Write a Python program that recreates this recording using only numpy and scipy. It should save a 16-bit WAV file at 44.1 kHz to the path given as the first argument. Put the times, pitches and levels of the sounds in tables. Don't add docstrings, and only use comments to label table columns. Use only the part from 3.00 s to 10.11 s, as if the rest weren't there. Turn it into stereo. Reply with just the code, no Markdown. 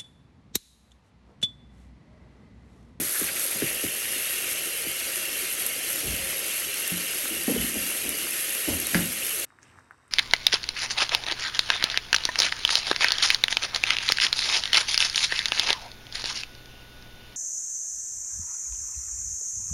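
import sys
import numpy as np
from scipy import signal
from scipy.fft import rfft, irfft
from scipy.io import wavfile
from scipy.ndimage import uniform_filter1d

SR = 44100
rng = np.random.default_rng(int(sys.argv[2]) if len(sys.argv) > 2 else 0)


def digitize_waveform(pressure):
    field = np.atleast_2d(pressure).T
    bounded = np.clip(field, -1, 1)
    quanta = np.round(bounded * 32767).astype(np.int16)
    wavfile.write(sys.argv[1], SR, quanta)


N = 313545
T = np.arange(N) / SR
HZ = np.fft.rfftfreq(N, 1 / SR) + 1e-3
CUT_S, TOP_HZ = 6.448, 15800

# (time [s], relative spray level [dB])
JET_SWEEP = [(0, -28), (.18, -26.5), (.33, -32), (.44, -27), (.6, -30), (1.1, -30.5), (2.5, -31.5),
             (6.4, -30)]
# (time [s], relative level of its ring [dB])
POCKET_FILL = [(0, -13), (.3, -5), (.45, -9), (.65, 4), (1.5, 4), (3.5, 3.5), (5, 3), (6.45, 1.7)]
# (frequency [Hz], nominal width [Hz], relative level [dB])
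AIR_GAPS = [(1574, 64, -14.5), (1854, 190, -5.5), (2170, 156, -3.5), (2410, 180, -4), (2590, 67, -4),
            (2757, 154, 3), (2940, 86, -4), (3035, 74, 0.5), (3265, 82, -3.5)]
# (frequency [Hz], relative density [dB per Hz])
SPRAY_SPECTRUM = [(1000, -29), (2000, -13), (4000, -31), (6200, -15), (8300, -12), (9300, -1), (9900, -5.5),
                  (10600, 5.5), (11250, 0), (12300, -9.5), (13200, -18.5), (14000, -52), (15200, -22.5)]
# (frequency [Hz], relative density [dB per Hz])
WASH_SPECTRUM = [(700, -18), (1050, -8.5), (1330, 2), (2000, -5), (3300, 2.5), (3900, -1.5), (4900, -1),
                 (5350, -1.5), (5750, -2.5), (6300, 0.5), (7300, -3.5), (8400, -1.5), (9000, 1),
                 (10100, -48), (11200, 9), (13000, -27)]
# (frequency [Hz], relative density [dB per Hz])
RUNOFF_SPECTRUM = [(25, -35), (55, -5), (110, -6.5), (180, -6.5), (300, -1.5), (450, 0.5), (620, 1.5),
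                   (800, -7), (1100, -12.5), (2000, -39)]
# (frequency [Hz], relative density [dB per Hz])
BURNER_SPECTRUM = [(18, -37.5), (30, -18), (92, 1), (192, -12.5), (267, -6), (600, -17.5), (1000, -14),
                   (1750, -12), (3300, -31), (5910, -28), (6890, -38), (8200, -23), (8900, -36),
                   (10100, -50), (11400, -34), (13000, -52)]
# (frequency [Hz], relative density [dB per Hz])
SIZZLE_SPECTRUM = [(1200, -21), (2200, -6), (2700, 0), (3400, -11), (4700, -9), (5700, -4), (6700, -11),
                   (8000, -3), (9000, -5), (10300, -17), (13000, -39)]
# (frequency [Hz], relative density [dB per Hz])
CLACK_SPECTRUM = [(40, -45), (400, -27), (900, -15), (1200, -13.5), (1400, -10.5), (1700, -7), (2100, -9),
                  (2600, -15), (3600, -24), (4700, -15), (5600, -27), (7000, -28.5), (13000, -53)]
# (frequency [Hz], phase by which the right leads [rad])
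SPRAY_LEAD = [(3000, 0.36), (8500, 1.33), (9300, 1.74), (10100, np.pi), (10500, 3.38), (11100, 4.72),
              (11750, 2 * np.pi)]
# (time [s], relative peak [dB])
BIG_DROPS = [(0.241, -17.5), (1.124, -23), (2.157, -21), (2.668, -20), (2.9283, -24), (3.8761, -18),
             (4.6144, -21), (4.9283, -30), (5.039, -25.5), (5.091, -18), (5.5493, -20), (5.7997, -19)]
# (middle [s], level before its swell [dB], centre [Hz], nominal width [Hz], length [s])
SHELL_GULPS = [(0.162, -35.5, 1640, 600, 0.051), (0.217, -39, 1470, 500, 0.065),
               (0.291, -28.5, 2000, 1500, 0.018), (0.368, -34.5, 2300, 800, 0.022),
               (0.521, -33, 2240, 600, 0.023), (0.68, -36, 2300, 800, 0.062),
               (2.397, -32, 2370, 400, 0.016), (3.15, -28, 2770, 400, .012),
               (3.733, -33, 2760, 400, 0.0086), (3.9, -29, 2750, 400, 0.01), (5.072, -28, 2800, 400, .012),
               (6.231, -30.5, 2800, 700, .014)]
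# (time [s], direct peak [dB], starting pitch [Hz], length [cycles])
AIR_GLUGS = [(3.066, -34, 330, 7), (3.098, -39, 205, 9), (3.14, -33, 190, 4), (3.932, -34, 310, 12),
             (4.478, -19.5, 249, 7), (4.490, -22, 473, 15), (4.504, -21.5, 278, 9.1), (4.523, -21, 233, 5),
             (4.544, -21.5, 240, 6), (4.560, -20, 450, 8.1), (4.576, -26.5, 212, 5.5),
             (4.596, -25.5, 181, 3), (4.640, -25, 215, 4.1), (4.689, -35, 219, 7), (5.682, -19.5, 268, 6.7),
             (5.71, -25.5, 255, 4.5)]
# (frequency [Hz], relative level [dB], t60 [s])
BASIN_MODES = [(78.5, -25, 0.41), (98.2, -21.5, 0.45), (175.8, -4.5, 0.31), (222.6, -14.5, 0.43),
               (258, -15.5, 0.19), (301, -8.5, 0.39), (341.5, -4, 0.23), (389.5, -13.5, .25),
               (483, -26, 0.13), (542, -12, 0.49), (642, -12, 0.23), (730, -8, 0.14), (820, -13, 0.12)]
# (time [s], thud level [dB], push on the modes [dB], contact time [ms])
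BASIN_BLOWS = [(-.004, -23, -36, 1.5), (0.0136, -29.5, -38, 0.82), (0.2134, -22.5, -42, 1.2),
               (0.6207, -15.5, -42, 0.56), (0.8368, -21.5, -37, 0.87), (1.864, -29.5, -53, 1.6),
               (3.917, -35, -20, 3.3), (4.306, -45, -52, 1.5), (4.4776, -28, -36, 1.8),
               (4.553, -41, -38, 1.2), (4.584, -30, -30, 2.4), (5.675, -26, -29.5, 0.99),
               (5.9479, -23, -10, 3.4)]
# (time [s], rumble level [dB], centre [Hz], swell [s], t60 [s], level of the floor's boom [dB])
LOAD_SHIFTS = [(0.547, -40.5, 191, .01, 0.32, -64), (3.015, -38.5, 403, 0.016, 0.62, -39),
               (3.045, -36, 201, .025, 0.48, -33), (3.17, -51, 200, .04, .9, -41),
               (4.306, -37, 284, 0.0044, 0.7, -46), (4.478, -28.5, 252, 0.0036, 0.93, -56),
               (4.555, -35, 250, .005, 0.27, -34.5), (4.64, -37, 250, .005, 0.3, -49),
               (4.735, -33, 255, 0.012, 0.64, -41), (5.03, -38, 290, .02, 0.84, -47),
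               (5.676, -29.5, 270, .01, 0.74, -30), (5.928, -29, 215, 0.023, 0.67, -40)]
# (time [s], relative peak [dB])
HARD_KNOCKS = [(0.6214, -16), (5.94, -26), (5.943, -17), (5.946, -1.5), (5.9518, -20), (5.959, -16),
               (5.975, -21), (5.991, -16)]
# (time [s], ring peak [dB], pitch [Hz], length [cycles])
POT_POPS = [(6.504, -42, 1550, 4), (6.5872, -39, 1630, 4), (6.618, -53, 5800, 5), (6.624, -51, 5500, 6),
            (6.63, -37, 6370, 7.1), (6.630, -45, 1680, 4.4), (6.757, -49, 1100, 7.2), (6.776, -45, 1450, 3),
            (6.7833, -46, 1600, 6), (6.7874, -35, 1350, 3.8), (6.793, -48, 6000, 4), (6.807, -45, 1400, 5),
            (6.909, -31, 1470, 4.8), (7.0803, -47, 8800, 7.4)]
# (time [s], relative level [dB])
FOAM_PUFFS = [(6.61, -59), (6.66, -69), (6.755, -64)]

SURGE_DB, FLUTTER_DB = 0.84, 0.93
DROP_DB, DROP_SPREAD_DB = -21.5, -5
CHURN_DB, CHURN_FOLLOWS = -37, 0.059
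SPLASH_LAG_MS = 0.4956
GAP_SWAY_DB, GAP_FLICKER_DB, GAP_WOBBLE = -0.06, 2.0, .008
GLUG_GLIDE = 0.0039
RUNOFF_FOLLOWS = .15
AFTER_DB, AFTER_HZ, AFTER_T60_S = -15, 112, 0.19
BOOM_LAG_S, BOOM_HZ, BOOM_T60_S = 0.0129, 61, 0.41
HARD_DB, RATTLE_DB, RATTLE_GROWTH, RATTLE_HZ, RATTLE_T60_S = -28, -29.5, 2.1, 580, 0.38
WELL_S, WELL_LENGTH_S, WELL_DB = 6.685, .115, -60
PUFF_ATTACK_S, PUFF_T60_S, FOAM_DB = 0.021, 0.25, -72.5
SNAP_DB, SNAP_T60_S = -26, .006


def undb(db):
    return 10 ** (np.asarray(db) / 20)


def level(x, db):
    return x * undb(db) / np.sqrt(np.mean(x ** 2))


def curve(rows):
    return np.interp(T, *np.transpose(rows))


def since(s):
    return np.maximum(T - s, 0)


def pan(db):
    return undb(np.array([[db], [-db]]) / 2)


def colour(x, points):
    hz, db = np.transpose(points)
    grid_hz = np.fft.rfftfreq(4096, 1 / SR) + 1
    gain = undb(np.interp(np.log(grid_hz), np.log(hz), db))
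    cepstrum = irfft(np.log(gain))
    cepstrum[1:2048] *= 2
    cepstrum[2049:] = 0
    response = irfft(np.exp(rfft(cepstrum)))
    return signal.oaconvolve(np.atleast_2d(x), response[None], axes=1)[:, :x.shape[-1]]


def band(x, hz, width):
    return signal.lfilter(*signal.iirpeak(min(hz, .45 * SR), hz / width, SR), x)


def walk(rate):
    k = int(SR / rate)
    steps = np.repeat(rng.standard_normal(N // k + 1), k)
    return 1.3 * uniform_filter1d(uniform_filter1d(steps, k), k)[:N]


def impacts(rate, spread_db):
    size = undb(spread_db * np.minimum(rng.exponential(size=N), 6))
    hits = rng.random(N) < rate / SR
    return level(hits * size * rng.choice([-1, 1], N), 0)


def stereo(draw, apart, lag_ms=0.):
    left, right = draw() + apart * draw() * np.array([[1], [-1]])
    t = T[:len(left)]
    return np.array([left, np.interp(t - lag_ms / 1000, t, right)])


def add(out, s, x):
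    i = int(round(s * SR))
    x = x[..., max(-i, 0):max(N - i, 0)]
    out[..., max(i, 0):max(i, 0) + x.shape[-1]] += x


def room(x, t60, wet_db, lag_ms=0.):
    t = T[:SR // 2]
    tail = rng.standard_normal((2, len(t))) * undb(-60 * t / t60) * (t > .001)
    tail *= undb(wet_db) / np.sqrt(np.sum(tail[0] ** 2))
    x = x.ravel()
    direct = np.array([x, np.interp(T - lag_ms / 1000, T, x)])
    return direct + signal.oaconvolve(x[None], tail, axes=1)[:, :N]


def bubbles(centre_hz, octaves, cycles, glide, spread_db, count):
    out = np.zeros((2, N))
    places = rng.random((count, 2))
    characters = rng.standard_normal((count, 2))
    sizes = rng.exponential(size=count)
    for when, lag, pitch, side, size in np.column_stack([places, characters, sizes]):
        hz = centre_hz * 2 ** (octaves * np.clip(pitch, -2.5, 2.5))
        t = T[:int(SR * cycles / hz) + 1]
        arrival_s = np.array([[lag], [1 - lag]]) * 0.00035
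        age = np.maximum(t - arrival_s, 0) * hz / cycles
        ring = np.sin(2 * np.pi * cycles * age * (1 + glide * age)) * undb(-60 * age)
        add(out, when * T[-1], ring * undb(spread_db * min(size, 4)) * pan(2 * side))
    return out


def spray(jet_db):
    ticks = level(colour(impacts(rate=9000, spread_db=3.0), SPRAY_SPECTRUM), 3.65)
    ticks = ticks * undb(jet_db + FLUTTER_DB * walk(50))
    small_drops = [(when * CUT_S, DROP_DB + DROP_SPREAD_DB * (2 * size - 1))
                   for when, size in rng.random(size=(12, 2))]
    t = T[:SR // 100]
    for s, db in list(BIG_DROPS) + small_drops:
        burst = rng.standard_normal(len(t)) * np.exp(-((t - .0014) / 0.0026) ** 2)
        smack = colour(burst, SPRAY_SPECTRUM)
        add(ticks, s, smack / abs(smack).max() * undb(db + 7.0))
    lead = np.interp(HZ, *np.transpose(SPRAY_LEAD))
    right = irfft(rfft(ticks) * np.exp(1j * lead), N)
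    return np.vstack([ticks, right])


def splash(jet_db):
    fill_db = curve(POCKET_FILL)
    churn_db = CHURN_DB + CHURN_FOLLOWS * fill_db + 0.39 * walk(21.9)
    drops = stereo(lambda: impacts(rate=9000, spread_db=3.0), apart=0.66, lag_ms=SPLASH_LAG_MS)
    wash = level(colour(drops, WASH_SPECTRUM), -0.37)
    wash = wash * undb((jet_db + churn_db) / 2 + 0.98 * walk(25.15)) * pan(2.9)
    free = bubbles(centre_hz=2410, octaves=0.2505, cycles=46, glide=0.027, spread_db=3.5, count=2400)
    splats = bubbles(centre_hz=3010, octaves=0.576, cycles=13, glide=0.076, spread_db=3.5, count=1200)
    fine = bubbles(centre_hz=5257, octaves=.33, cycles=630, glide=0.019, spread_db=1.5, count=2200)
    gaps = sum(gap(hz, width, db) for hz, width, db in AIR_GAPS)
    bubbling = level(free, -6.0) * pan(4.7) + level(fine, -3.0) * pan(0.73) + level(splats, -12)
    bubbling = bubbling + level(gaps, -3.0) * undb(fill_db) * pan(7.3)
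    return wash + undb(churn_db) * bubbling


def gap(hz, width, db):
    drive = stereo(lambda: impacts(rate=1500, spread_db=2.0), apart=0.49, lag_ms=0.075)
    ring = band(band(drive, hz, width * 1.12), hz, width * 1.34)
    clock = T + GAP_WOBBLE * np.cumsum(walk(18)) / SR
    wavering = np.array([np.interp(clock, T, side) for side in ring])
    return wavering * undb(db + GAP_SWAY_DB * walk(3.31) + GAP_FLICKER_DB * walk(24.13))


def gulps():
    drive = stereo(lambda: impacts(rate=2500, spread_db=1.5), apart=0.86, lag_ms=SPLASH_LAG_MS)
    out = np.zeros((2, N))
    for s, db, hz, width, length in SHELL_GULPS:
        ring = level(band(band(drive, hz, width), hz, width), db)
        out += ring * np.exp(-(2 * (T - s) / length) ** 2)
    return out * pan(7.1)


def runoff():
    drops = stereo(lambda: impacts(rate=1200, spread_db=2.0), apart=0.34, lag_ms=0.25)
    patter = colour(drops, RUNOFF_SPECTRUM)
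    ringing = steel(band(band(patter, 490, 352), 490, 353))
    flow = undb(RUNOFF_FOLLOWS * np.minimum(curve(POCKET_FILL), 0))
    gurgle = bubbles(centre_hz=450.6, octaves=0.377, cycles=56, glide=0.038, spread_db=2.5, count=500)
    on_steel = (level(patter, -47.0) + level(ringing, -55.5)) * undb(1.3 * walk(5.12))
    return (on_steel + level(gurgle, -50.0)) * flow * pan(0.93)


def glugs():
    out, t = np.zeros(N), T[:SR // 8]
    for s, db, hz, cycles in AIR_GLUGS:
        age = 4 * t * hz / cycles
        swell = (age * np.exp(1 - age)) ** 2
        add(out, s, undb(db) * swell * np.sin(2 * np.pi * hz * t * (1 + GLUG_GLIDE * age)))
    return room(out, t60=0.21, wet_db=-10, lag_ms=0.48) * pan(.5)


def basin():
    thuds, push, drone = np.zeros(N), np.zeros(N), np.zeros((2, N))
    t = T[:SR // 2]
    top_hz, end_hz, fall_s, swell_s = 600, 105, 0.0065, 0.0034
    chirp = np.sin(2 * np.pi * (end_hz * t + (top_hz - end_hz) * fall_s * (1 - np.exp(-t / fall_s))))
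    chirp *= (t / swell_s * np.exp(1 - t / swell_s)) ** 2
    for s, thud_db, ring_db, contact_ms in BASIN_BLOWS:
        add(thuds, s, undb(thud_db) * chirp)
        contact = np.sin(np.pi * np.minimum(t * 1000 / contact_ms, 1))
        add(push, s, undb(ring_db) * contact / contact.sum())
        add(drone, s + swell_s, judder(AFTER_HZ, thud_db + AFTER_DB, AFTER_T60_S))
    for s, db, hz, swell, t60, boom_db in LOAD_SHIFTS:
        rattle_db = RATTLE_DB + RATTLE_GROWTH * (db - HARD_DB)
        rumble = judder(hz, db, t60, swell)
        add(drone, s, rumble + judder(RATTLE_HZ, rattle_db, RATTLE_T60_S, swell))
        add(drone, s + BOOM_LAG_S, judder(BOOM_HZ, boom_db, BOOM_T60_S, swell) * pan(-2.5))
    return room(thuds, t60=0.154, wet_db=-3.0, lag_ms=0.48) + steel(push) + drone * pan(.5)


def judder(hz, db, t60, swell_s=0.00076):
    t = T[:SR // 2]
    shake = stereo(lambda: rng.standard_normal(len(t)), apart=0.36, lag_ms=0.29)
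    around = signal.butter(2, [hz * 0.72, hz * 1.35], "band", fs=SR, output="sos")
    shake = signal.sosfilt(around, shake)
    envelope = np.minimum(t / swell_s, 1) * undb(-60 * np.maximum(t - swell_s, 0) / t60)
    return level(level(shake, 0) + level(steel(shake), -6.0), db) * envelope


def steel(x):
    t = T[:SR // 2]
    ring = sum(undb(db - 60 * t / t60) * np.sin(2 * np.pi * (hz * t + rng.random()))
               for hz, db, t60 in BASIN_MODES)
    ring = ring * (1 - np.exp(-t / 0.0025))
    return signal.oaconvolve(np.atleast_2d(x), ring[None], axes=1)[:, :x.shape[-1]]


def clack():
    knocks = np.zeros(N)
    for s, db in HARD_KNOCKS:
        add(knocks, s, undb([db]))
    out = colour(knocks, CLACK_SPECTRUM)
    out = out * abs(knocks).max() / abs(out).max()
    return room(out, t60=0.22, wet_db=-3, lag_ms=0.567) * pan(1.9)


def pot():
    simmer = bubbles(centre_hz=1390, octaves=0.36, cycles=15, glide=.05, spread_db=0.5, count=1800)
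    simmer = level(simmer, -65.0) * undb(2.0 * walk(42))
    froth = bubbles(centre_hz=2400, octaves=0.19, cycles=51, glide=.02, spread_db=0.0, count=5000)
    froth = level(froth, WELL_DB) * np.exp(-(2 * (T - WELL_S) / WELL_LENGTH_S) ** 2)
    bed = burner() + simmer + froth + foam()
    return pops() + bed * pan(-1.2) + whistle()


def pops():
    out, t = np.zeros(N), T[:SR // 50]
    for s, db, hz, cycles in POT_POPS:
        age = 4 * t * hz / cycles
        ring = (age * np.exp(1 - age)) ** 3 * np.sin(2 * np.pi * hz * t)
        snap = rng.standard_normal(len(t)) * undb(SNAP_DB - 60 * t / SNAP_T60_S)
        add(out, s, undb(db) * (ring + snap))
    return room(out, t60=0.075, wet_db=-5.5) * pan(-2.1)


def foam():
    puffs = np.zeros(N)
    for s, db in FOAM_PUFFS:
        attack = np.minimum(since(s) / PUFF_ATTACK_S, 1)
        puffs += attack * undb(db - 60 * since(s + PUFF_ATTACK_S) / PUFF_T60_S)
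    sizzle = colour(stereo(lambda: impacts(rate=2800, spread_db=3.5), apart=1.0), SIZZLE_SPECTRUM)
    return level(sizzle, 0) * np.hypot(undb(FOAM_DB), puffs)


def burner():
    noise = stereo(lambda: rng.standard_normal(N), apart=0.36)
    return level(colour(noise, BURNER_SPECTRUM), -62.5) * undb(2.0 * walk(9.2))


def whistle():
    return level(band(band(rng.standard_normal((2, N)), 3780, 90), 3700, 90), -79)


def scene():
    jet_db = curve(JET_SWEEP) + SURGE_DB * walk(16)
    sink = spray(jet_db) + splash(jet_db) + gulps() + runoff() + glugs() + basin() + clack()
    at_sink = np.exp(-since(CUT_S) / 0.0016)
    return at_sink * sink + (1 - at_sink) * pot()


def record(dry):
    thinned = signal.sosfilt(signal.butter(2, 36, "high", fs=SR, output="sos"), dry)
    rounded = thinned / (1 + (thinned / .8) ** 4) ** .25
    return signal.sosfilt(signal.ellip(10, .2, 80, TOP_HZ, fs=SR, output="sos"), rounded)


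dry = scene()
out = record(dry)
digitize_waveform(out)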